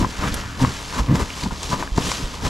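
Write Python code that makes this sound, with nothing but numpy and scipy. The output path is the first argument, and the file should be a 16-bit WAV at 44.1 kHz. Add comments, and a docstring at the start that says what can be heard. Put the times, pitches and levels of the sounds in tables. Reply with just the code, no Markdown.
"""A mountain bike rolls down a forest trail deep in dry leaves, heard from the rider's chest.
From the start the tyres crush leaves and stems; each bump crunches harder, rattles the bike,
drums the tyres and shakes the camera. The frame knocks and blows thud through the suspension.
Twigs snap from 0.28 s, and from 0.4 s the tyre knobs buzz over roots in short runs.
Near 2 s a rock thuds, then the leaves swell to their loudest."""
import sys
import numpy as np
from scipy import signal
from scipy.fft import rfft, irfft, next_fast_len
from scipy.io import wavfile
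from scipy.ndimage import uniform_filter1d, map_coordinates

SR = 44100
rng = np.random.default_rng(int(sys.argv[2]) if len(sys.argv) > 2 else 0)


def bounce(signal):
    """Save signal as a 16-bit WAV file at the path given by the first command-line argument."""
    frames = np.transpose(np.atleast_2d(signal))
    limited = np.clip(frames, -1, 1)
    pcm = np.round(limited * 32767).astype(np.int16)
    wavfile.write(sys.argv[1], SR, pcm)


N = 110117
TIME_S = np.arange(N) / SR


def amp(db):
    return 10 ** (np.asarray(db) / 20)


def unit_rms(x):
    return x / np.sqrt(np.mean(x ** 2) + 1e-20)


def at_hz(points, hz):
    """Interpolate (frequency, value) points on a log axis."""
    freqs, values = np.transpose(points)
    return np.interp(np.log(hz + 1), np.log(freqs + 1), values)


def filtered(x, response):
    """Apply the gain response(hz)."""
    size = next_fast_len(N + 8192)
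    return irfft(rfft(x, size) * response(np.fft.rfftfreq(size, 1 / SR)), size)[..., :N]


def impulse_response(spectrum, size=4096):
    """Minimum-phase response with the given spectrum."""
    cepstrum = irfft(np.log(amp(at_hz(spectrum, np.fft.rfftfreq(size, 1 / SR)))))
    cepstrum[1:size // 2] *= 2
    cepstrum[size // 2 + 1:] = 0
    return irfft(np.exp(rfft(cepstrum)))


def add(track, start_s, sound):
    i = max(round(start_s * SR), 0)
    track[i:i + len(sound)] += sound[:max(N - i, 0)]


def grains(spectrum, per_s, scatter_db, noise_share):
    """Tiny random impacts over smooth noise, rms 1."""
    hits = (rng.random(N) < per_s / SR) * np.sign(rng.standard_normal(N))
    hits *= amp(scatter_db * np.clip(rng.standard_normal(N), -2, 2))
    force = np.sqrt(1 - noise_share) * unit_rms(hits) + np.sqrt(noise_share) * rng.standard_normal(N)
    return unit_rms(signal.fftconvolve(force, impulse_response(spectrum))[:N])


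def steadied(x, window_s):
    """Divide by the running rms."""
    return x / np.sqrt(np.abs(uniform_filter1d(x ** 2, int(window_s * SR))) + 1e-6)


def wobble(samples, knots_per_s=134.5):
    """Smooth random curve."""
    return map_coordinates(rng.standard_normal(1024), [np.arange(samples) * knots_per_s / SR], mode="wrap")


# leaf crackle spectrum (frequency [Hz], density [dB])
LEAF_SPECTRUM = [(200, -19), (600, -1), (1100, -1.5), (1900, -4.5), (3000, 0.5), (5000, 0), (7400, -4.5),
                 (8300, -11), (10500, -16), (13000, -19), (14500, -73)]
def leaves(gain):
    """Dry leaves crackle under the tyres, stems breaking among them."""
    return gain * (grains(LEAF_SPECTRUM, per_s=5000, scatter_db=10.5, noise_share=.36) + stems())


def stems(count=900, per_s=150, centre_hz=3522, spread_octaves=.8, cycles_per_20db=14):
    """Stems and small twigs break at random, each a tiny pitched tick."""
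    out, t = np.zeros(N), TIME_S[:600]
    times_s = np.cumsum(rng.exponential(1, count)) / per_s
    for start_s, (pitch, size) in zip(times_s, np.clip(rng.standard_normal((count, 2)), -2, 2)):
        hz = centre_hz * 2 ** (spread_octaves * pitch)
        db = -3 + 6 * size + at_hz(LEAF_SPECTRUM, hz)
        add(out, start_s, amp(db - 20 * hz * t / cycles_per_20db) * np.sin(2 * np.pi * hz * t))
    return out


LEAF_REF_DB = -41
# shattering leaf spectrum (frequency [Hz], density [dB])
SHARD_SPECTRUM = [(1500, -30), (3500, -2.5), (5500, 0.5), (7500, 0), (8500, -5.5), (11000, -10),
                  (14000, -33)]
def shards(crunch_gain, db_per_db=1.51):
    """Leaves shatter under load: a bright hiss that grows faster than the crunch."""
    gain = amp(-52) * (crunch_gain / amp(LEAF_REF_DB)) ** db_per_db
    return gain * grains(SHARD_SPECTRUM, per_s=5000, scatter_db=2, noise_share=.36)


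# deep litter envelope (time [s], level [dB])
LITTER_LEVELS = [(0, -49), (.25, -33.5), (.42, -38), (.56, -42), (.68, -37.5), (.85, -44.5), (.96, -35),
                 (1.08, -64), (1.32, -41), (1.6, -76), (1.95, -58), (2.12, -37.5), (2.5, -54)]
# deep litter spectrum (frequency [Hz], density [dB])
LITTER_SPECTRUM = [(300, -11), (900, -4.5), (1400, 8.5), (2200, 2), (3000, -2.5), (5000, -26)]
def litter():
    """Deep leaf litter gives way with a lower crunch."""
    gain = amp(np.interp(TIME_S, *np.transpose(LITTER_LEVELS)))
    return gain * grains(LITTER_SPECTRUM, per_s=700, scatter_db=8, noise_share=.57)


# chain and cable spectrum (frequency [Hz], density [dB])
RATTLE_SPECTRUM = [(150, -11.5), (400, -4.5), (620, -6.5), (790, -8.5), (900, -2), (1000, 0), (1120, -3.5),
                   (1250, -3), (1400, -12.5), (1700, -9.5), (2000, -12), (3000, -20.5), (6000, -37.5)]
def rattle(gain):
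    """Chain and cables clatter and scrape."""
    return gain * grains(RATTLE_SPECTRUM, per_s=700, scatter_db=5, noise_share=.57)


# tyre spectrum (frequency [Hz], density [dB])
DRUM_SPECTRUM = [(40, -27.5), (85, -6), (120, -0.5), (155, -3.5), (190, 1.5), (225, -7), (270, -1.5),
                 (340, -12.5), (480, -14.5), (700, -24.5), (1500, -57.5)]
def tyre_drum(gain):
    """Lumps in the ground drum the tyres into a low roar."""
    roar = grains(DRUM_SPECTRUM, per_s=500, scatter_db=1, noise_share=.46)
    return gain * steadied(roar, window_s=.0426)


# shake spectrum (frequency [Hz], density [dB])
SHAKE_SPECTRUM = [(8, -30), (22, 0.5), (45, -1), (70, 4.5), (110, -16), (250, -63.5)]
def camera_shake(gain):
    """The camera shakes on the rider's chest: a deep rumble."""
    rumble = filtered(rng.standard_normal(N), lambda hz: amp(at_hz(SHAKE_SPECTRUM, hz)))
    return gain * steadied(unit_rms(rumble), window_s=.045)


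# leaves under the rolling tyres (time [s], level [dB])
LEAF_LEVELS = [(0, -68), (.08, -38), (.2, -37.5), (.36, -42.5), (.56, -42), (.7, -36), (.86, -36.5),
               (.96, -36.5), (1.04, -41.5), (1.12, -42.5), (1.22, -39), (1.32, -38.5), (1.41, -33.5),
               (1.5, -41), (1.6, -38.5), (1.64, -33), (1.78, -40.5), (1.93, -43.5), (2.02, -32),
               (2.11, -28.5), (2.26, -37.5), (2.41, -44), (2.5, -36)]
# bumps (crest time [s], rise [s], fall [s], crunch [dB], rattle [dB], drum [dB], shake [dB])
TRAIL_BUMPS = [ (0.013, 0.036, 0.043, -32, -27.5, -18, -18), (0.241, 0.037, 0.038, -37, -24, -25.5, -32),
               (0.281, 0.03, 0.024, -33.5, -30, -25, -29), (0.332, 0.017, 0.031, -34.5, -41, -27.5, -21),
               (0.371, .015, 0.085, -36.5, -34.5, -37.5, -32), (0.627, 0.031, 0.037, -31, -26, -24, -22),
               (.680, 0.022, 0.033, -48, -37, -25.5, -33), (.945, 0.015, 0.053, -37, -38, -35, -40),
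               (.997, 0.026, 0.014, -32, -24, -23, -26), (1.120, 0.075, 0.048, -65, -30.5, -28.5, -47),
               (1.158, 0.015, 0.014, -31.5, -25.5, -19, -38),
               (1.208, 0.031, 0.033, -32.5, -26, -22.5, -18.5), (1.375, .020, 0.016, -55, -41, -50, -50),
               (1.434, 0.0078, 0.014, -35.5, -29.5, -24.5, -32),
               (1.464, 0.021, 0.027, -51, -41, -27.5, -26), (1.515, 0.002, 0.042, -45, -35.5, -36, -28),
               (1.662, 0.011, .020, -47, -56, -42, -27.5), (1.705, 0.0099, 0.024, -30.5, -47, -28, -40),
               (1.733, 0.015, 0.023, -32, -23, -21.5, -32), (1.632, 0.0062, 0.0057, -36, -48, -40, -38),
               (1.803, 0.036, 0.056, -36, -30, -32.5, -33), (1.978, 0.011, 0.048, -37, -30.5, -24, -27),
               (2.075, 0.048, 0.031, -36, -34, -27, -27), (2.223, 0.043, 0.042, -50, -56, -29, -42),
               (2.342, 0.011, 0.036, -38, -35.5, -58, -36), (2.46, 0.035, 0.037, -30.5, -25, -23, -23.5), ]
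def ride():
    """All rolling layers; each bump adds a swell of power to crunch, rattle, drum and shake."""
    leaf_db = np.interp(TIME_S, *np.transpose(LEAF_LEVELS))
    excess_db = leaf_db - LEAF_REF_DB
    rattle_db, drum_db, shake_db = -42.5 + .59 * excess_db, -41 + .14 * excess_db, np.full(N, -38)
    power = amp([leaf_db, rattle_db, drum_db, shake_db]) ** 2
    for crest_s, rise_s, fall_s, *levels_db in TRAIL_BUMPS:
        width_s = np.where(TIME_S < crest_s, rise_s, fall_s)
        swell = np.exp(-np.abs((TIME_S - crest_s) / width_s) ** 1.29)
        power += (amp(levels_db)[:, None] * swell) ** 2
    crunch_gain, rattle_gain, drum_gain, shake_gain = np.sqrt(power)
    ground = leaves(crunch_gain) + shards(crunch_gain) + litter()
    return ground + rattle(rattle_gain) + tyre_drum(drum_gain) + camera_shake(shake_gain)


# frame modes (frequency [Hz], level [dB])
FRAME_MODES = [(640, -30), (900, -20.5), (1000, 1.5), (1090, -15), (1250, -19), (1480, -9), (1720, -18.5)]
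# hard knocks (time [s], peak [dB], pitch [ratio], t60 [s])
FRAME_KNOCKS = [(.029, -19, 1, .03), (.0462, -10, 1.03, .026), (.602, -21, .95, .02),
                (.648, -7.5, 1.1, .014), (.935, -26, 1, .08), (.989, -18, 1.05, .035), (1.210, -20, 1, .04),
                (1.460, -21, .95, .04), (1.509, -22, .95, .05), (1.718, -18, 1, .09), (1.729, -14, 1, .07),
                (1.826, -12.5, 1, .028), (1.8755, -23, 1.65, .015), (1.978, -13, .95, .025),
                (1.9818, -10, .7, .02), (1.9825, -15, .42, .02), (2.1165, -15, 1.04, .012)]
def frame_knocks(attack_s=.0003, scatter_db=2.9):
    """Each knock rings the frame's damped modes."""
    out, t = np.zeros(N), TIME_S[:SR // 8]
    for start_s, db, ratio, t60_s in FRAME_KNOCKS:
        modes = np.zeros(len(t))
        for hz, mode_db in FRAME_MODES:
            gain = amp(mode_db + rng.normal(0, scatter_db))
            modes += gain * np.sin(2 * np.pi * (hz * ratio * t + .33 * rng.random()))
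        knock = amp(-60 * t / t60_s) * (1 - np.exp(-t / attack_s)) * modes
        add(out, start_s, amp(db) * knock / np.abs(knock).max())
    return out


# dull blows (time [s], level [dB], pitch [Hz], t60 [s])
DULL_BLOWS = [(0.041, -4, 114, 0.018), (0.192, -9.5, 65, 0.029), (0.242, -17, 180, .04),
              (.264, -17, 150, 0.023), (0.317, -11.5, 56.2, 0.1), (.672, -16.5, 119, 0.064),
              (1, -12.5, 53.2, 0.23), (1.02, -20, 114, 0.096), (1.126, -9.5, 194, 0.079),
              (1.144, -8, 194, 0.07), (1.919, -13, 45.4, 0.2), (1.9819, 2, 231, 0.016),
              (2.238, -15, 35.3, .12)]
def thuds():
    """Blows through tyres and suspension, each a few heavily damped low swings."""
    out, t = np.zeros(N), TIME_S[:SR // 4]
    for start_s, db, hz, t60_s in DULL_BLOWS:
        add(out, start_s, amp(db - 60 * t / t60_s) * np.sin(2 * np.pi * hz * t))
    return out


# twig and stone cracks (time [s], level [dB], centre [Hz], t60 [s])
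CRACKS = [(.2753, -16.5, 2390, 0.012), (.324, -22.5, 4330, .012), (0.3419, -13, 9900, .011),
          (.346, -31, 9900, .04), (1.303, -24, 2700, .016), (1.373, -35, 2000, .02),
          (1.435, -22, 4470, 0.035), (1.631, -20, 6900, .018), (1.963, -28, 6160, .015),
          (1.976, -21.5, 6600, 0.019), (2.1165, -14, 5940, 0.018), (2.255, -29, 3670, 0.027)]
def snaps(attack_s=.0004, width_octaves=.2, broadband_db=-3.5):
    """Twigs snap and stones flick: bright noise bursts with one broad resonance."""
    out, t = np.zeros(N), TIME_S[:2048]
    hz = np.fft.rfftfreq(len(t), 1 / SR) + 1
    for start_s, db, centre_hz, t60_s in CRACKS:
        resonance = np.exp(-.5 * (np.log2(hz / centre_hz) / width_octaves) ** 2)
        broadband = amp(broadband_db) / (1 + (hz / centre_hz) ** 4)
        noise = unit_rms(irfft(rfft(rng.standard_normal(len(t))) * (resonance + broadband)))
        add(out, start_s, amp(db - 60 * t / t60_s) * (1 - np.exp(-t / attack_s)) * noise)
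    return out


# buzz overtones (harmonic [number], level [dB])
BUZZ_OVERTONES = [(2, -2), (3, -36), (4, -16)]
# runs (time [s], length [s], start rate [Hz], end rate [Hz], level [dB], overtone gain [dB])
BUZZ_RUNS = [(0.398, 0.16, 106, 125, -34, -8), (.610, 0.051, 140, 125.6, -12.5, 0),
             (1.082, 0.08, 121, 147, -15.5, -4.5), (1.456, 0.019, 221, 200, -19, -13),
             (1.512, 0.019, 200, 226, -23, -11.5), (1.747, 0.079, 192, 189, -32, -9)]
def knob_buzz(rate_jitter=.082, flutter_db=3.5):
    """Tread blocks hit roots and hard ground in quick succession: a rough, low buzz."""
    out = np.zeros(N)
    for start_s, length_s, start_hz, end_hz, db, overtones_db in BUZZ_RUNS:
        progress = np.linspace(0, 1, int(length_s * SR))
        rate_hz = (start_hz + (end_hz - start_hz) * progress) * (1 + rate_jitter * wobble(len(progress)))
        phase = 2 * np.pi * np.cumsum(rate_hz) / SR
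        overtones = sum(amp(level_db) * np.sin(k * phase) for k, level_db in BUZZ_OVERTONES)
        swell = np.abs(np.sin(np.pi * progress)) ** .48
        gain = amp(db + flutter_db * wobble(len(progress)))
        add(out, start_s, swell * gain * (np.sin(phase) + amp(overtones_db) * overtones))
    return out


# stereo width of the ground scatter (frequency [Hz], side over mid [dB])
SCATTER_WIDTH = [(30, -9), (80, -12), (170, -18), (300, -22), (750, -14), (1000, -16), (1400, -11),
                 (2100, -8.5), (3300, -10.5), (4000, -18), (5400, -25), (6300, -20), (7200, -14),
                 (10500, -11), (12500, -5)]
def scene():
    """The bike is straight ahead; sound scattered from the ground differs left and right."""
    direct = ride() + frame_knocks() + thuds() + snaps() + knob_buzz()
    scattered = filtered(ride() + frame_knocks() + snaps(), lambda hz: amp(at_hz(SCATTER_WIDTH, hz)))
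    return np.array([direct + scattered, direct - scattered])


# microphone port balance (frequency [Hz], left over right [dB])
PORT_BALANCE = [(30, -2), (90, -.4), (330, 1), (700, 3), (1000, 3.6), (1500, 1.5), (2100, -1.2), (2700, -1),
                (3300, .1), (6200, .4), (7300, 2.6), (10000, 3), (13500, 0)]
# microphone port phase (frequency [Hz], left lead [rad])
PORT_PHASE = [(450, 0), (900, -.4), (1200, -.75), (1900, -.8), (2300, -.45), (3200, -.27), (4000, 0)]
def record(dry, ceiling_db=-2.5, highpass_hz=8, top_hz=14400):
    """The two ports differ in level and phase; peaks round off; the band is limited."""
    sides = np.array([[.5], [-.5]])

    def port_response(hz):
        return amp(sides * at_hz(PORT_BALANCE, hz)) * np.exp(1j * sides * at_hz(PORT_PHASE, hz))

    ports = filtered(dry, port_response)
    rounded = ports / (1 + np.abs(ports / amp(ceiling_db)) ** 6) ** (1 / 6)
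    return filtered(rounded, lambda hz: (hz < top_hz) * hz / (hz - 1j * highpass_hz))


dry = scene()
out = record(dry)
bounce(out)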